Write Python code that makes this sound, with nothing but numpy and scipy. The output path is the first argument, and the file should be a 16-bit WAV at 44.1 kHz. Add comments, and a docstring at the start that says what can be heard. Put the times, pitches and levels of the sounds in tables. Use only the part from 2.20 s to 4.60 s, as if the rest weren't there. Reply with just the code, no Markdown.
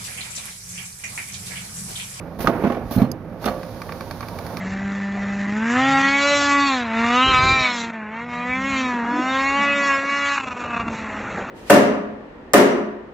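"""A bag-packing machine runs through one cycle in a factory hall, heard from close by.
Its steel jaws clack, knock and thud: each blow is a set of fading tones with a short noisy crack.
Coloured noise makes the hissing air valves, the moving carriage and the sliding film.
A thin snap, squeaks and ringing plates join in; light ticks and dull bumps follow as film is drawn.
A low, wavering motor hum, made of sine tones, lies under it all."""
import sys
import numpy as np
from scipy import signal
from scipy.fft import rfft, irfft
from scipy.io import wavfile

SR = 44100
rng = np.random.default_rng(int(sys.argv[2]) if len(sys.argv) > 2 else 0)


def unload_wav(signal):
    """Save mono or channel-first audio to the path in sys.argv[1] as 16-bit WAV at rate SR, clipped to [-1, 1]."""
    wavfile.write(
        sys.argv[1],
        SR,
        np.round(np.clip(np.atleast_2d(signal).T, -1, 1) * 32767).astype(np.int16),
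    )


N = 105840
TIME = np.arange(N) / SR

# tones of a struck film roller: (frequency [Hz], level [dB], time to fade by 60 dB [s])
ROLLER = [(710, -13, 0.029), (892, -4, .04), (1140, 3, 0.035), (1420, -22, 0.023), (1570, -3.5, 0.029),
          (1720, -9, 0.026), (2328, -3, 0.022), (4410, -9.5, 0.019), (4790, -12.5, 0.021),
          (5360, -15, 0.016)]


def amp(db):
    """Turns decibels into a gain."""
    return 10 ** (np.asarray(db) / 20)


def balance(left_db, right_db):
    """Gives one gain to each of the two channels."""
    return amp([[left_db], [right_db]])


def unit(x):
    """Scales a sound to an average (rms) strength of 1."""
    return x / np.sqrt(np.mean(x ** 2) + 1e-20)


def read(points, hz):
    """Reads a table between its points, with frequency on a log scale."""
    f, value = np.transpose(points)
    return np.interp(np.log(hz + 1), np.log(f), value)


def add(mix, start_s, sound):
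    """Mixes a sound in at its start time, cutting off what runs past the end."""
    part = mix[:, round(start_s * SR):][:, :sound.shape[-1]]
    part += sound[..., :part.shape[1]]


def tilt(hz, bright_db):
    """Gain that rises or falls by so many dB per octave."""
    return amp(bright_db * np.log2(np.maximum(hz, 20)))


def noise(tone, size, bright_db=0):
    """Noise coloured by the machine's panels: alike in both channels in the middle, unrelated in the treble."""
    # how alike left and right are: (frequency [Hz], likeness [0 to 1])
    likeness = [(30, 0.54), (70, 0.64), (140, .99), (500, 1), (1100, 0.91), (2200, 0.26), (4500, 0.16),
                (9000, 0.062)]
    # resonances of the machine's panels: (frequency [Hz], width [Hz], boost [dB])
    resonances = [(117.5, 7.4, 1), (239, 13, 2.5), (324, 18, 4), (526.6, 23, 5), (594, 8.1, 4.5),
                  (675, 10, 5.5), (795, 23, 4), (941, 24, 5.5), (994, 51, -6.5), (1165, 130, 3),
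                  (1490, 70, 2), (1740, 27, 2), (2334, 78, 3), (2740, 47, -2), (3635, 60, 4.5)]
    hz = np.fft.rfftfreq(size, 1 / SR)
    left, other = rfft(rng.standard_normal((2, size)))
    shared = np.clip(read(likeness, hz), -1, 1)
    right = shared * left + np.sqrt(1 - shared ** 2) * other
    panels_db = sum(db / (1 + (2 * (hz - centre) / width) ** 2) for centre, width, db in resonances)
    gain = amp(read(tone, hz) + panels_db) * tilt(hz, bright_db)
    return unit(irfft(np.array([left, right]) * gain, size))


def wander(rate_hz):
    """Slow random motion of rms 1; a higher rate moves faster."""
    hz = np.fft.rfftfreq(N, 1 / SR)
    smoothing = np.exp(-(hz / rate_hz) ** 2) * (hz > 0)
    return unit(irfft(rfft(rng.standard_normal(N)) * smoothing, N))


def fade(t, t60):
    """Dies away smoothly, losing 60 dB in t60 seconds."""
    return np.exp(-np.log(1000) * t / t60)


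def blows(events, modes, tone, rise_s, crack_db, crack_t60, tail_db, tail_t60):
    """Each blow makes a part ring at its own tones, with a short noisy crack and a longer noisy tail."""
    ring_s = .5
    out = np.zeros((2, N))
    t = np.arange(0, ring_s, 1 / SR)
    for start_s, db, bright_db in events:
        ring = sum(amp(mode_db) * tilt(hz, bright_db) * fade(t, t60) * np.sin(2 * np.pi * hz * t)
                   for hz, mode_db, t60 in modes)
        crack = unit(noise(tone, len(t), bright_db) * fade(t, crack_t60))
        tail = unit(noise(tone, len(t), bright_db) * fade(t, tail_t60))
        blow = unit(ring) + amp(crack_db) * crack + amp(tail_db) * tail
        blow = blow * (1 - np.exp(-t / rise_s))
        # the level sets the energy of the blow as if packed into 10 ms
        add(out, start_s, amp(db) * unit(blow) * np.sqrt(.01 / ring_s))
    return out


def sliding(curve, tone, rough_db, rough_hz):
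    """Uneven friction: coloured noise that follows a level curve and wavers at random."""
    level_db = np.interp(TIME, *np.transpose(curve))
    return noise(tone, N) * amp(level_db + rough_db * wander(rough_hz))


def motor_hum():
    """Motor hum: a few low tones, each wavering in pitch and strength."""
    # tones of the hum: (frequency [Hz], level [dB])
    tones = [(108, -45), (167, -42), (246, -50), (527, -54), (587, -51.5)]
    waver_hz = 3.52
    hum = 0
    for hz, db in tones:
        phase = 2 * np.pi * np.cumsum(hz + waver_hz * wander(11.4)) / SR
        hum = hum + amp(db) * unit(np.sin(phase)) * amp(1.1 * wander(6.2))
    return hum


def factory_noise():
    """Dull noise of the factory hall that drifts gently in level."""
    # colour of the hall noise: (frequency [Hz], level [dB])
    colour = [(25, -13), (60, -11.5), (110, -9.5), (170, 1.5), (250, -1.5), (350, -11), (520, -7),
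              (800, -16), (1500, -21), (2500, -33.5), (4000, -44), (9000, -62)]
    return amp(-37) * noise(colour, N) * amp(1.1 * wander(19))


def jaw_carriage():
    """The moving jaw carriage rumbles as uneven friction noise."""
    # loudness of the carriage: (time [s], level [dB])
    loudness = [(0, -36), (.19, -40.5), (.25, -30), (.31, -26.5), (.37, -25), (.43, -23.5), (.5, -32.5),
                (.55, -36), (.62, -32), (.69, -34.5), (.8, -24.5), (.88, -36), (.97, -41.5), (1.2, -40.5),
                (1.28, -24), (1.36, -33.5), (1.46, -45), (2.4, -59)]
    # colour of the carriage noise: (frequency [Hz], level [dB])
    colour = [(40, -2), (120, -5), (220, 0), (450, 0), (750, -3), (1000, -8.5), (1300, -11), (2300, -21),
              (3500, -36), (7000, -45.5), (15000, -37.5)]
    return sliding(loudness, colour, rough_db=1.7, rough_hz=70)


def drive_train():
    """The drive train adds a deep, slowly wavering rumble."""
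    # loudness of the rumble: (time [s], level [dB])
    loudness = [(0, -40.5), (.18, -44), (.21, -27), (.235, -41), (.258, -18.5), (.29, -47), (.6, -39),
                (.68, -27.5), (.74, -34), (.9, -47.5), (1.8, -44), (2.4, -43.5)]
    # colour of the rumble: (frequency [Hz], level [dB])
    colour = [(20, -17), (40, 0), (62, -4), (100, -2), (140, -9.5), (300, -28), (1000, -70)]
    return sliding(loudness, colour, rough_db=-2.5, rough_hz=12)


def film_drive():
    """The film drive grows louder as it runs up, as low, uneven noise."""
    # loudness of the drive: (time [s], level [dB])
    loudness = [(0, -57), (1.2, -57), (1.45, -38.5), (1.8, -37), (2.05, -35), (2.25, -31.5), (2.4, -30)]
    # colour of the drive noise: (frequency [Hz], level [dB])
    colour = [(40, -6.5), (105, 6), (200, -2.5), (350, -3), (560, -1.5), (850, -4), (1000, -3.5),
              (1170, -9.5), (1600, -14.5), (3000, -30.5), (8000, -33)]
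    return sliding(loudness, colour, rough_db=1.0, rough_hz=60)


def hiss():
    """Sliding film and leaking air hiss as bright, slightly uneven noise."""
    # loudness of the hiss: (time [s], level [dB])
    loudness = [(0, -59), (.18, -55), (.3, -53), (.5, -46.5), (.62, -57), (.7, -48), (.85, -57),
                (.93, -65.5), (1.19, -58), (1.23, -40), (1.36, -47), (1.8, -45.5), (2.4, -44.5)]
    # colour of the hiss: (frequency [Hz], level [dB])
    colour = [(800, 1), (2000, 4), (3000, 0), (4500, 3.5), (6000, -0.5), (9000, -4.5), (12000, -2),
              (15000, -7)]
    return sliding(loudness, colour, rough_db=0.45, rough_hz=150)


def air_valves():
    """Each air valve opens quickly, sags as the pressure falls, and shuts."""
    # puffs of air: (start [s], length [s], level [dB], sag [dB per s])
    vents = [(0.186, 0.015, -41.5, 10), (0.203, 0.11, -31, 136), (0.706, 0.06, -35, 15),
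             (0.773, 0.059, -38, 137), (1.25, 0.013, -34, 10)]
    # colour of the escaping air: (frequency [Hz], level [dB])
    colour = [(300, -2), (1200, 5), (2500, 0), (4500, 0), (6500, -3), (10000, -3), (12500, 2), (14500, 3),
              (16000, -7)]
    rise_s, release_s = 0.0044, 0.011
    power = 0
    for start_s, length_s, db, sag_db in vents:
        t = np.maximum(TIME - start_s, 0)
        opening = np.minimum(t / rise_s, 1)
        closing = np.exp(-np.maximum(t - length_s, 0) / release_s)
        power = power + (amp(db - sag_db * t) * opening * closing) ** 2
    air = np.sqrt(power) * noise(colour, N) * amp(1.3 * wander(120))
    return air * balance(0.6, 0)


def frame_knocks():
    """The jaws knock and shake the frame, which rings low and fairly long."""
    # knocks: (time [s], level [dB], brightness [dB per octave])
    knocks = [(.1895, -25, -1), (.203, -23, 1.5), (.2445, -18, 0.5), (.277, -12.5, -0.5),
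              (.292, -14.5, -0.5), (.4375, -11, -0.5), (.447, -12, -0.5), (.4615, -19, 0.5),
              (.470, -17, 0.5), (.499, -15.5, 0.5), (.520, -22, 2.5), (.546, -24, 0.5), (.568, -19, -2),
              (.7095, -21, -2), (.781, -28.5, 1), (.797, -21.5, 1.5), (.817, -23, 5), (.843, -25, 2),
              (1.259, -17.5, 2), (1.277, -22.5, -1), (1.292, -32, 7)]
    # tones of the frame: (frequency [Hz], level [dB], time to fade by 60 dB [s])
    modes = [(215.5, -4.5, .14), (245, 0, 0.19), (333, -9, .08), (380, -1, 0.053), (449.4, -2.5, .08),
             (518.4, -5.5, 0.14), (678.7, -2.5, 0.12), (801, -9, 0.11), (880, -16, 0.051),
             (1089, -6.5, 0.08)]
    # colour of the knock noise: (frequency [Hz], level [dB])
    colour = [(60, -16), (200, 4), (700, -3), (1300, -12.5), (2400, -20.5), (4000, -34), (15000, -51.5)]
    return blows(knocks, modes, colour, rise_s=0.0015,
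                 crack_db=-1.5, crack_t60=0.066, tail_db=-8.5, tail_t60=0.49)


def jaw_clacks():
    """The steel jaws clack: hard blows with a fast start and short metal tones."""
    # clacks: (time [s], level [dB], brightness [dB per octave])
    clacks = [(.2622, -27, -3.5), (.2720, -11, -1.5), (.7205, -36.5, 12), (1.2425, -29.5, 2),
              (1.2580, -25, 3.5), (1.264, -29, 3), (1.277, -23, -3), (1.284, -28, -0.5)]
    # tones of the jaws: (frequency [Hz], level [dB], time to fade by 60 dB [s])
    modes = [(1230, -5.5, 0.019), (1250, 2.5, 0.039), (1420, -5, 0.029), (1538, -9.5, 0.04),
             (1886, -17, 0.064), (2190, -14, 0.03), (2753, -12.5, 0.038), (3490, -12.5, 0.025),
             (4210, -18, 0.042), (5570, -9, 0.012)]
    # colour of the clack noise: (frequency [Hz], level [dB])
    colour = [(150, -19), (700, -5.5), (1300, 5), (2300, -7), (4000, -10), (6000, -15.5), (10000, -21),
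              (15000, -26.5)]
    return blows(clacks, modes, colour, rise_s=0.00065,
                 crack_db=-2, crack_t60=0.024, tail_db=-11, tail_t60=0.16)


def jaw_thuds():
    """The jaws thud against their stops: deep blows with a soft start and little noise."""
    # thuds: (time [s], level [dB], brightness [dB per octave])
    thuds = [(.7635, -10.5, -6.5), (.7795, -11, -9), (.8185, -5, 0.5), (.8275, -17.5, -1.5)]
    # tones of the machine body: (frequency [Hz], level [dB], time to fade by 60 dB [s])
    modes = [(71, -21, 0.086), (126, -7, 0.079), (183.3, 4.5, 0.034), (208.2, 3.5, 0.058),
             (242.8, 1.5, 0.079), (334, -8, 0.034)]
    # colour of the thud noise: (frequency [Hz], level [dB])
    colour = [(40, -28), (120, 3.5), (300, -1), (600, -14), (1500, -35), (5000, -65)]
    return blows(thuds, modes, colour, rise_s=0.0064,
                 crack_db=-17, crack_t60=0.046, tail_db=-22, tail_t60=0.78)


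def from_right(pair):
    """Sound from the right reaches the left microphone a moment later."""
    lag_s = .00006
    delay = np.exp(-2j * np.pi * np.fft.rfftfreq(N, 1 / SR) * lag_s)
    return np.array([irfft(rfft(pair[0]) * delay, N), pair[1]])


def guide_squeaks():
    """The jaw guides squeak as the jaws slide: a thin, unsteady tone swells and fades."""
    # squeaks: (start [s], length [s], level [dB])
    squeaks = [(0.78, 0.014, -36), (0.797, 0.082, -51), (1.266, 0.037, -39)]
    pitch_hz, waver_hz = 4260, 110
    level = sum(amp(db) * np.sin(np.pi * np.clip((TIME - start_s) / length_s, 0, 1))
                for start_s, length_s, db in squeaks)
    return level * np.sin(2 * np.pi * np.cumsum(pitch_hz + waver_hz * wander(200)) / SR)


def snap():
    """A dry, high snap to the right, perhaps the blade: short tones and a sharp crack."""
    # the snap: (time [s], level [dB], brightness [dB per octave])
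    snaps = [(.9155, -28.5, -5.5)]
    # tones of the blade: (frequency [Hz], level [dB], time to fade by 60 dB [s])
    modes = [(4890, -4, 0.019), (5430, -4, .008), (6470, -1.5, 0.016), (11230, 2, .011),
             (12030, -1.5, 0.019)]
    # colour of the snap noise: (frequency [Hz], level [dB])
    colour = [(1000, -23), (3500, -11), (5500, -1), (8000, 1), (12000, -10), (15000, -3)]
    sound = blows(snaps, modes, colour, rise_s=.0012,
                  crack_db=0, crack_t60=0.013, tail_db=-34, tail_t60=.04)
    return sound * balance(-7, 0)


def ringing_plates():
    """Steel plates ring on after the jaws open, as slowly fading tones."""
    # tones of the plates: (frequency [Hz], level [dB], time to fade by 60 dB [s])
    modes = [(323, -35, 0.37), (528, -28.5, 1.35), (588, -29, 1.2), (709, -31, 0.74), (844, -50, 0.35),
             (1151, -30, 0.55)]
    start_s = 1.277
    out = np.zeros((2, N))
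    ring = sum(amp(db) * fade(TIME, t60) * np.sin(2 * np.pi * (hz * TIME + rng.random()))
               for hz, db, t60 in modes)
    add(out, start_s, ring)
    return out


def film_ticks():
    """The film ticks lightly over the rollers as it is pulled."""
    # ticks: (time [s], level [dB], brightness [dB per octave])
    ticks = [(1.4315, -33, 0), (1.6175, -29, 0.5), (1.7215, -29, 0), (1.8078, -29.5, 0.5), (1.910, -29, 1),
             (2.0073, -29.5, 0.5), (2.0847, -34.5, 4), (2.1874, -32.5, 3), (2.2653, -34.5, 3.5),
             (2.315, -45, -2), (2.3705, -29, 2)]
    # colour of the tick noise: (frequency [Hz], level [dB])
    colour = [(400, 5.5), (1200, 3.5), (2400, 0.5), (3000, -14), (4700, -3.5), (6500, -14), (10000, -17),
              (15000, -18)]
    return blows(ticks, ROLLER, colour, rise_s=0.00037,
                 crack_db=-1.5, crack_t60=0.025, tail_db=-9.5, tail_t60=0.17)


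def roller_bumps():
    """Now and then a roller bumps dully, with a softer start than a tick."""
    # bumps: (time [s], level [dB], brightness [dB per octave])
    bumps = [(1.6905, -27, -3.5), (2.0265, -27.5, -3)]
    # colour of the bump noise: (frequency [Hz], level [dB])
    colour = [(200, -8.5), (600, -1), (1200, -1), (2400, -2.5), (3200, -13), (6000, -19), (15000, -30)]
    return blows(bumps, ROLLER, colour, rise_s=0.0027,
                 crack_db=2, crack_t60=0.034, tail_db=-8, tail_t60=0.15)


def scene():
    """The whole machine in its hall, louder on the right."""
    background = motor_hum() + factory_noise()
    carriage = jaw_carriage() + drive_train()
    film = (film_drive() + hiss() + film_ticks() + roller_bumps()) * balance(0.04, -0.74)
    jaws = from_right(frame_knocks() + jaw_clacks() + jaw_thuds())
    details = guide_squeaks() + snap() + ringing_plates()
    return (background + carriage + film + air_valves() + jaws + details) * balance(-4, 2)


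def record(dry):
    """The microphone colours the sound, peaks are rounded off softly, and the highest treble is cut."""
    # response of the microphone, with a treble notch: (frequency [Hz], level [dB])
    response = [(15, -16), (45, -1), (6000, -1), (7000, -6), (7500, -16), (8050, -17), (8700, -5.5),
                (10000, 0), (16000, -0.5)]
    ceiling, knee = .93, .7  # full scale is 1; rounding starts at the knee
    edge_hz = 15600
    hz = np.fft.rfftfreq(2 * N, 1 / SR)
    coloured = irfft(rfft(dry, 2 * N) * amp(read(response, hz)))[:, :N]
    below = np.clip(coloured, -knee, knee)
    rounded = below + (ceiling - knee) * np.tanh((coloured - below) / (ceiling - knee))
    low_pass = signal.firwin(401, edge_hz, window=("kaiser", 9), fs=SR)
    return signal.oaconvolve(rounded, low_pass[None], "same")


dry = scene()
out = record(dry)
unload_wav(out)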